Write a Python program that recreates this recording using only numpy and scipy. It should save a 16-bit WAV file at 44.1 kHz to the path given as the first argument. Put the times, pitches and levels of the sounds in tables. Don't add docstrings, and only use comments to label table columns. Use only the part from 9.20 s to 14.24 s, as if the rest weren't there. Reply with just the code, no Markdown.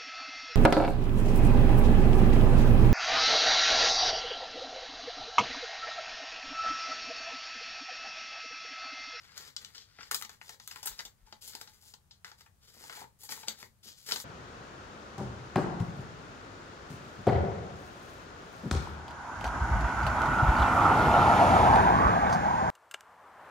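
import sys
import numpy as np
from scipy import signal
from scipy.fft import rfft, irfft
from scipy.io import wavfile
from scipy.ndimage import map_coordinates

SR = 44100
rng = np.random.default_rng(int(sys.argv[2]) if len(sys.argv) > 2 else 0)


def store_wav(level_fs):
    pcm = np.round(np.clip(np.atleast_2d(level_fs), -1, 1) * 32767)
    wavfile.write(sys.argv[1], SR, pcm.T.astype(np.int16))


N = 222352
TIME_S = np.arange(N) / SR


def amp(db):
    return 10 ** (np.asarray(db) / 20)


def rms_one(x):
    return x / np.sqrt(np.mean(x ** 2) + 1e-20)


def at_hz(points, hz):
    table_hz, values = np.array(points).T
    return np.interp(np.log(np.maximum(hz, 1)), np.log(table_hz), values)


def zone(x, edges_hz):
    low_hz, high_hz = edges_hz
    sos = signal.butter(3, edges_hz, "band", fs=SR, output="sos")
    return signal.sosfilt(sos, x + 1e-18) * np.sqrt(SR / 2 / (high_hz - low_hz))


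def drift(rate_hz):
    knots = rng.standard_normal(400)
    return np.interp(TIME_S * rate_hz, np.arange(400), knots)


def lift(x, hz, width_hz, lift_db):
    r = np.exp(-np.pi * width_hz / SR)
    poles = [1, -2 * r * np.cos(2 * np.pi * hz / SR), r * r]
    ring = signal.lfilter(np.array([1, 0, -1]) * (1 - r * r) / 2, poles, x)
    return x + (amp(lift_db) - 1) * ring


def split_by_likeness(mid, side, likeness):
    alike = np.clip(likeness, 0, 1)
    common, opposed = np.sqrt(1 + alike) * mid, np.sqrt(1 - alike) * side
    return common + opposed, common - opposed


# f/Hz, relative density level/dB per Hz
TONE_SPECTRUM = [(15, -24.5), (30, -9.5), (50, -9), (92, -2.5), (135, -8.5), (215, -14.5), (260, -24.5),
                 (500, -25.5), (1400, -25.5), (2200, -32), (5500, -32.5), (7500, -31.5), (9500, -32.5),
                 (15500, -35.5)]
# f/Hz, left-right likeness/0..1
TONE_LIKENESS = [(30, .45), (130, .7), (290, .65), (640, .27), (1400, .01)]
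TONE_RMS_DB, TONE_LEFT_OVER_RIGHT_DB = -67.5, 3.0


def room_tone():
    hz = np.fft.rfftfreq(N, 1 / SR)
    mid, side = rfft(rng.standard_normal((2, N))) * amp(at_hz(TONE_SPECTRUM, hz))
    pair = irfft(np.array(split_by_likeness(mid, side, at_hz(TONE_LIKENESS, hz))), N)
    tilt = amp([[TONE_LEFT_OVER_RIGHT_DB / 2], [-TONE_LEFT_OVER_RIGHT_DB / 2]])
    return amp(TONE_RMS_DB) * rms_one(pair) * tilt


# start t/s, length/s, relative level at start/dB, at end/dB,
# brightness/dB, weight on the page/dB
STROKES = [(-.03, 0.19, -70, -68, -8, 6), (0.155, 0.13, -59.5, -61.5, -2, 3.5),
           (.37, 0.2, -65, -73, -1.5, 4), (0.545, 0.078, -55.5, -60, -10.5, -6),
           (0.644, 0.13, -76, -70, -11, 4), (0.784, 0.1, -63, -68.5, -5, 4),
           (0.908, 0.14, -46, -66.5, 8.5, -10.5), (1.072, 0.062, -76, -68, 0, 7),
           (1.202, 0.11, -68.5, -61.5, 2.5, -0.5), (1.404, 0.1, -69, -64.5, 4, -14),
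           (1.472, .13, -68, -65, 1.5, 3.5), (1.626, 0.13, -57, -65.5, 3, 1),
           (1.771, 0.12, -64.5, -78, 5.5, 6.5), (1.97, 0.062, -90, -92, -8, 13),
           (2.052, 0.12, -75, -79.5, 2, 6.5), (2.208, 0.1, -61, -58, 6, -7),
           (2.316, 0.015, -58, -57.5, -8, 0.5), (2.347, 0.23, -65, -75.5, 4.5, 1.5),
           (2.599, 0.1, -73, -65.5, 7, -5), (2.906, 0.038, -58, -73, -16, -8),
           (3.047, 0.086, -62.5, -76.5, -3, 6), (3.17, 0.049, -68, -69.5, 1, 0.5),
           (3.401, 0.134, -76.5, -67.5, 1.5, -1), (3.526, 0.15, -70, -61.5, 4.5, 4.5),
           (3.688, 0.13, -60, -63, 3, 7), (3.986, 0.075, -69.5, -60.5, 11, -3),
           (4.088, 0.14, -51.5, -64, 5.5, 1.5), (4.266, 0.097, -52.5, -73.5, 2, 4.5),
           (4.361, 0.056, -68.5, -59, 2.5, -0.5), (4.627, 0.072, -63, -55.5, 1, -7.5),
           (4.75, 0.13, -66.5, -63.5, 3, -6.5), (4.856, 0.1, -52.5, -49, 5, -1),
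           (4.97, 0.031, -66, -56.5, 9.5, -1.5)]
RUSTLE_DB = [-17, -4.5, 1, -11, 2, -12]
BRIGHT_REACH = [0.46, 0, 0.018, 0.73, 1, 0.27]
WEIGHT_REACH = [1.6, 1.06, 0.073, 0.083, 0.28, 0.7]
STROKE_ATTACK_S, STROKE_RELEASE_S = .015, .028


def strokes():
    power = np.zeros((6, N))
    for start_s, length_s, start_db, end_db, bright_db, weight_db in STROKES:
        end_s = start_s + length_s
        level = amp(np.interp(TIME_S, [start_s, end_s], [start_db, end_db]))
        level = level * np.clip((TIME_S - start_s) / STROKE_ATTACK_S, 0, 1)
        level = level * np.exp(-np.maximum(TIME_S - end_s, 0) / STROKE_RELEASE_S)
        tilt_db = np.multiply(BRIGHT_REACH, bright_db) + np.multiply(WEIGHT_REACH, weight_db)
        zones_db = np.add(RUSTLE_DB, tilt_db)
        power += (amp(np.c_[zones_db]) * level) ** 2
    return np.sqrt(power)


def grains(per_s, spread_db):
    sizes = amp(spread_db * np.minimum(rng.exponential(1, N), 4)) * rng.choice([-1, 1], N)
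    clumps = amp(6 * np.clip(drift(60), -2, 2))
    return rms_one(sizes * (rng.random(N) < per_s * clumps / SR))


SWING = [1, -1, 1, -1, 1, -1]
SLIPS_PER_S = 2500


def rustle():
    hiss = .55 * rng.standard_normal(N)
    slips = rms_one(grains(SLIPS_PER_S, spread_db=4.5) + hiss)
    return np.c_[SWING] * slips * strokes()


# low f/Hz, high f/Hz
ZONES_HZ = [(650, 1050), (1050, 2800), (2800, 5800), (5800, 8500), (8500, 17000), (110, 650)]
# f/Hz, width/Hz, lift/dB
COVER_MODE = (853, 57, 12.3)
# f/Hz, width/Hz, lift/dB
BINDER_MODE = (472, 66, 4.15)
# f/Hz, width/Hz, lift/dB
TABLE_AND_PORT_MODES = [(1343, 220, 4.5), (1770, 670, 1.5), (2630, 470, -3), (4850, 820, 5.5),
                        (7370, 1200, 5), (8630, 3300, -5), (14950, 4200, -12.5)]


def colour(drive):
    cover, *film, binder = [zone(force, edges) for force, edges in zip(drive, ZONES_HZ)]
    sound = amp(-9.5) * lift(cover, *COVER_MODE) + sum(film) + lift(binder, *BINDER_MODE)
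    for mode in TABLE_AND_PORT_MODES:
        sound = lift(sound, *mode)
    return sound


# f/Hz, time to fall by 60 dB t/s
ROOM_T60 = [(500, 0.21), (1300, 0.17), (3500, 0.15), (9000, 0.14)]
# f/Hz, left-right likeness/0..1
ROOM_LIKENESS = [(125, .7), (350, .3), (700, .05), (1400, .01)]


def echoes(count):
    t = np.arange(SR // 4) / SR
    white = rng.standard_normal((count, 2, SR // 4))
    tails = 0
    for low_hz in 80 * 2. ** np.arange(8):
        centre_hz = np.sqrt(2) * low_hz
        sos = signal.butter(2, [low_hz, 2 * low_hz], "band", fs=SR, output="sos")
        mid, side = np.moveaxis(signal.sosfilt(sos, white), 1, 0)
        pair = np.array(split_by_likeness(mid, side, at_hz(ROOM_LIKENESS, centre_hz)))
        tails = tails + pair * amp(-60 * t / at_hz(ROOM_T60, centre_hz))
    tails = tails * np.clip(t / .0065, 0, 1)
    return tails / np.sqrt(np.sum(tails ** 2, axis=2, keepdims=True))


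def room(x):
    count = 12
    place = TIME_S / .03
    tails, out = echoes(count), 0
    for k in range(count):
        steps_away = (place - k + count / 2) % count - count / 2
        share = np.cos(np.pi / 2 * np.clip(steps_away, -1, 1))
        out = out + signal.oaconvolve((x * share)[None], tails[:, k], axes=1)[:, :N]
    return out


# t/s, then relative level/dB of broad crease, cover knock, sheet flap and fine edge,
# then decay time of the volley/ms
SNAPS = [(0.0918, -65, -78, -57, -81, 5.8), (0.178, -38, -68, -51, -47, 2.6),
         (0.3648, -29, -91, -51.5, -49, 3.2), (0.4476, -35.5, -88, -57, -64.5, 2.6),
         (0.5478, -43.5, -70, -53, -59, 9.9), (0.5801, -40, -81, -66, -70, 2.6),
         (0.7861, -54, -57, -47, -76, 6.8), (0.8081, -46, -59.5, -44.5, -74, 4.9),
         (0.8309, -42, -75, -50.5, -69, 5.5), (0.9122, -29.5, -47, -31, -31.5, 5.9),
         (0.9452, -25.5, -52, -35.5, -29.5, 5.7), (1.0135, -49, -53, -46.5, -46, 2.1),
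         (1.0235, -34.5, -61, -40.5, -44, 3.4), (1.048, -38, -54, -47.5, -60, 4.3),
         (1.0939, -42.5, -58, -47, -55, 4.7), (1.214, -51, -60, -44, -82, 3.6),
         (1.2922, -39.5, -52.5, -47.5, -48.5, 6.2), (1.3437, -55, -66.5, -61, -61, 5),
         (1.3987, -45, -61, -52, -60.5, 5.1), (1.476, -41, -63, -47, -41, 2.8),
         (1.5111, -38, -60, -44, -51.5, 12), (1.5598, -46, -54, -41, -53, 2.5),
         (1.6295, -38, -57, -56, -43, 5.5), (1.6574, -43, -47.5, -49.5, -29, 9.3),
         (1.6721, -29, -50, -41.5, -31.5, 7), (1.7908, -33, -54, -54, -69, 3.1),
         (1.7944, -36.5, -59, -42, -54, 5.2), (1.8062, -42, -57.5, -48, -55, 1.7),
         (1.8517, -36.5, -59, -57.5, -48.5, 7.5), (2.0725, -70, -61.5, -82, -75, 6.1),
         (2.1252, -42, -49, -50, -66, 4.9), (2.2242, -52, -74, -85, -60, 4.5),
         (2.2762, -41.5, -65, -71, -42, 11), (2.3513, -36, -53, -52, -47, 3.4),
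         (2.4122, -38, -57, -48.5, -48, 5.1), (2.4737, -45, -60, -58, -68, 8.3),
         (2.6304, -71, -67.5, -68, -67, 12), (2.7381, -42, -54, -60, -57.5, 4),
         (2.9108, -45.5, -72, -68, -83, 7.1), (3.0458, -37.5, -58, -43.5, -59.5, 5.4),
         (3.0787, -56, -71, -53, -66, 5.5), (3.1156, -47.5, -59, -53.5, -89, 4.9),
         (3.2079, -49, -63, -57.5, -65, 4.9), (3.261, -62, -65, -54.5, -70, 6.6),
         (3.6376, -47.5, -59, -56.5, -64, 6.4), (3.6962, -45.5, -51, -43.5, -69, 6),
         (3.7264, -43, -69, -46, -53, 4.6), (3.7726, -50, -48.5, -57, -58, 11),
         (3.8152, -63, -43.5, -57, -64, 12), (3.8414, -62, -48.5, -55.5, -79, 3.3),
         (4.035, -50, -62.5, -64, -47.5, 4), (4.0907, -37, -53, -48, -59, 5.3),
         (4.1208, -34.5, -51, -42.5, -40.5, 4.8), (4.1737, -57, -53, -60, -61, 3.5),
         (4.2321, -45.5, -50, -49, -73, 5.6), (4.2832, -23.5, -49.5, -42, -37, 2.8),
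         (4.3869, -63, -66, -80, -52, 12), (4.4282, -45, -50, -43, -58, 2.4),
         (4.8878, -35, -50, -41.5, -44, 10), (4.9106, -28, -60, -36.5, -49, 10),
         (4.9212, -20, -43.5, -38.5, -67, 4.9), (4.9599, -27, -51, -42, -51, 5.8),
         (5.0002, -35, -54.5, -52, -59, 3.3)]
SNAP_GAIN_DB = [14, 7, 1, -5, 11.5]
VOLLEY_DB = 14
FIRST_CLICK = 22.6
BINDER_DB = -14


def snaps():
    length = 1300
    drive, t = np.zeros((5, N)), np.arange(length) / SR
    draws = rng.standard_normal((len(SNAPS), 6, length))
    for (s, broad_db, knock_db, flap_db, edge_db, ms), draw in zip(SNAPS, draws):
        ms = np.clip(ms, .3, 15)
        volley = draw[0] ** 2 * draw[1:] * np.exp(-t / ms * 1000)
        volley[:, 0] = FIRST_CLICK / ms * np.array(SWING[:5])
        volley /= np.sqrt(np.sum(volley ** 2, axis=1, keepdims=True))
        levels_db = np.add([knock_db, flap_db, broad_db, 0, edge_db], SNAP_GAIN_DB)
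        levels_db[3] += (levels_db[2] + levels_db[4]) / 2
        i = round(s * SR)
        drive[:, i:i + length] += (amp(VOLLEY_DB + np.c_[levels_db]) * volley)[:, :N - i]
    return np.vstack([drive, -amp(BINDER_DB) * drive[0]])


# t/s, relative level/dB, decay time/ms
THUMPS = [(0.199, -56, 7.7), (0.788, -58, 6.4), (0.911, -46.5, 11), (1.021, -65, 6.1), (1.341, -55, 4.6),
          (1.629, -58, 7.4), (1.795, -53.5, 4.3), (1.852, -51.5, 5.4), (2.126, -53, 6.6),
          (2.348, -55.5, 3.4), (2.412, -58, 3.7), (3.045, -62, 6.2), (3.549, -60, 5), (3.566, -49, 4.3),
          (3.609, -52, 4.6), (3.707, -58, 5), (3.825, -63, 5), (4.095, -55, 4.6), (4.138, -61, 5),
          (4.279, -41, 7.2), (4.427, -46, 6.5), (4.657, -54.5, 7.6), (4.709, -64, 5), (4.887, -47.5, 6.4),
          (4.921, -36.5, 3.1), (4.944, -46.5, 6.6)]
THUMP_GAIN_DB = 19


def thumps():
    length = 2000
    drive, t = np.zeros((6, N)), np.arange(length) / SR
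    for (s, level_db, ms), draw in zip(THUMPS, rng.standard_normal((len(THUMPS), length))):
        burst = draw * np.exp(-t / np.clip(ms, .3, 20) * 1000)
        burst /= np.sqrt(np.sum(burst ** 2))
        i = round(s * SR)
        drive[5, i:i + length] += amp(level_db + THUMP_GAIN_DB) * burst
    return drive


# t/s, level before the left-right split/dB
BUMPS = [(1.686, -55), (1.83, -61), (2.002, -55), (4.928, -65)]
BUMP_HZ, BUMP_LENGTH_S = 42.2, .08


def bumps():
    out, t = np.zeros(N), np.arange(SR // 10) / SR
    swell = np.sin(np.pi * np.minimum(t / BUMP_LENGTH_S, 1)) ** 2
    for s, level_db in BUMPS:
        i = round(s * SR)
        out[i:i + len(t)] += amp(level_db) * np.sin(2 * np.pi * BUMP_HZ * t) * swell
    return out * amp([[3.0], [-4.0]])


# t/s, left over right level/dB (the mean below is taken off)
PLACE = [(0.0, 7), (1.88, 6), (2.02, -4), (2.08, 6.5), (2.75, 7.5), (2.79, 4.5), (4.11, 6.5), (5.04, 6.5)]
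# f/Hz, left over right level/dB
LEFT_OVER_RIGHT = [(100, 3.5), (1000, 4), (4000, 6), (7000, 4), (9000, 3), (15000, 3.5)]
# f/Hz, phase lead of the left/rad
LEFT_LEADS = [(100, .2), (500, .9), (900, 1.4), (2000, 1.7), (2600, 1.2), (3800, 3.0), (6000, 4.4),
              (7500, 6.1), (9500, 6.4), (15000, 6.5)]
MEAN_PLACE_DB, ROOM_DB = 5.5, -2
LAG_WANDER = 1


def at_ports(sleeve):
    late = np.arange(N) - LAG_WANDER * np.clip(drift(7.6), -2, 2)
    direct = np.array([sleeve, map_coordinates(sleeve, [late], order=3)])
    halves = np.c_[[.5, -.5]]
    place_db = np.interp(TIME_S, *np.transpose(PLACE)) - MEAN_PLACE_DB
    direct = direct * amp(halves * place_db)
    hz = np.fft.rfftfreq(N, 1 / SR)
    ports = amp(halves * at_hz(LEFT_OVER_RIGHT, hz)) * np.exp(1j * halves * at_hz(LEFT_LEADS, hz))
    return irfft(rfft(direct + amp(ROOM_DB) * room(sleeve)) * ports, N)


def scene():
    sleeve = colour(snaps() + rustle() + thumps())
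    return at_ports(sleeve) + room_tone() + bumps()


def record(dry):
    cutoff_hz = 15750
    return signal.sosfilt(signal.ellip(12, .5, 70, cutoff_hz, fs=SR, output="sos"), dry)


dry = scene()
out = record(dry)
store_wav(out)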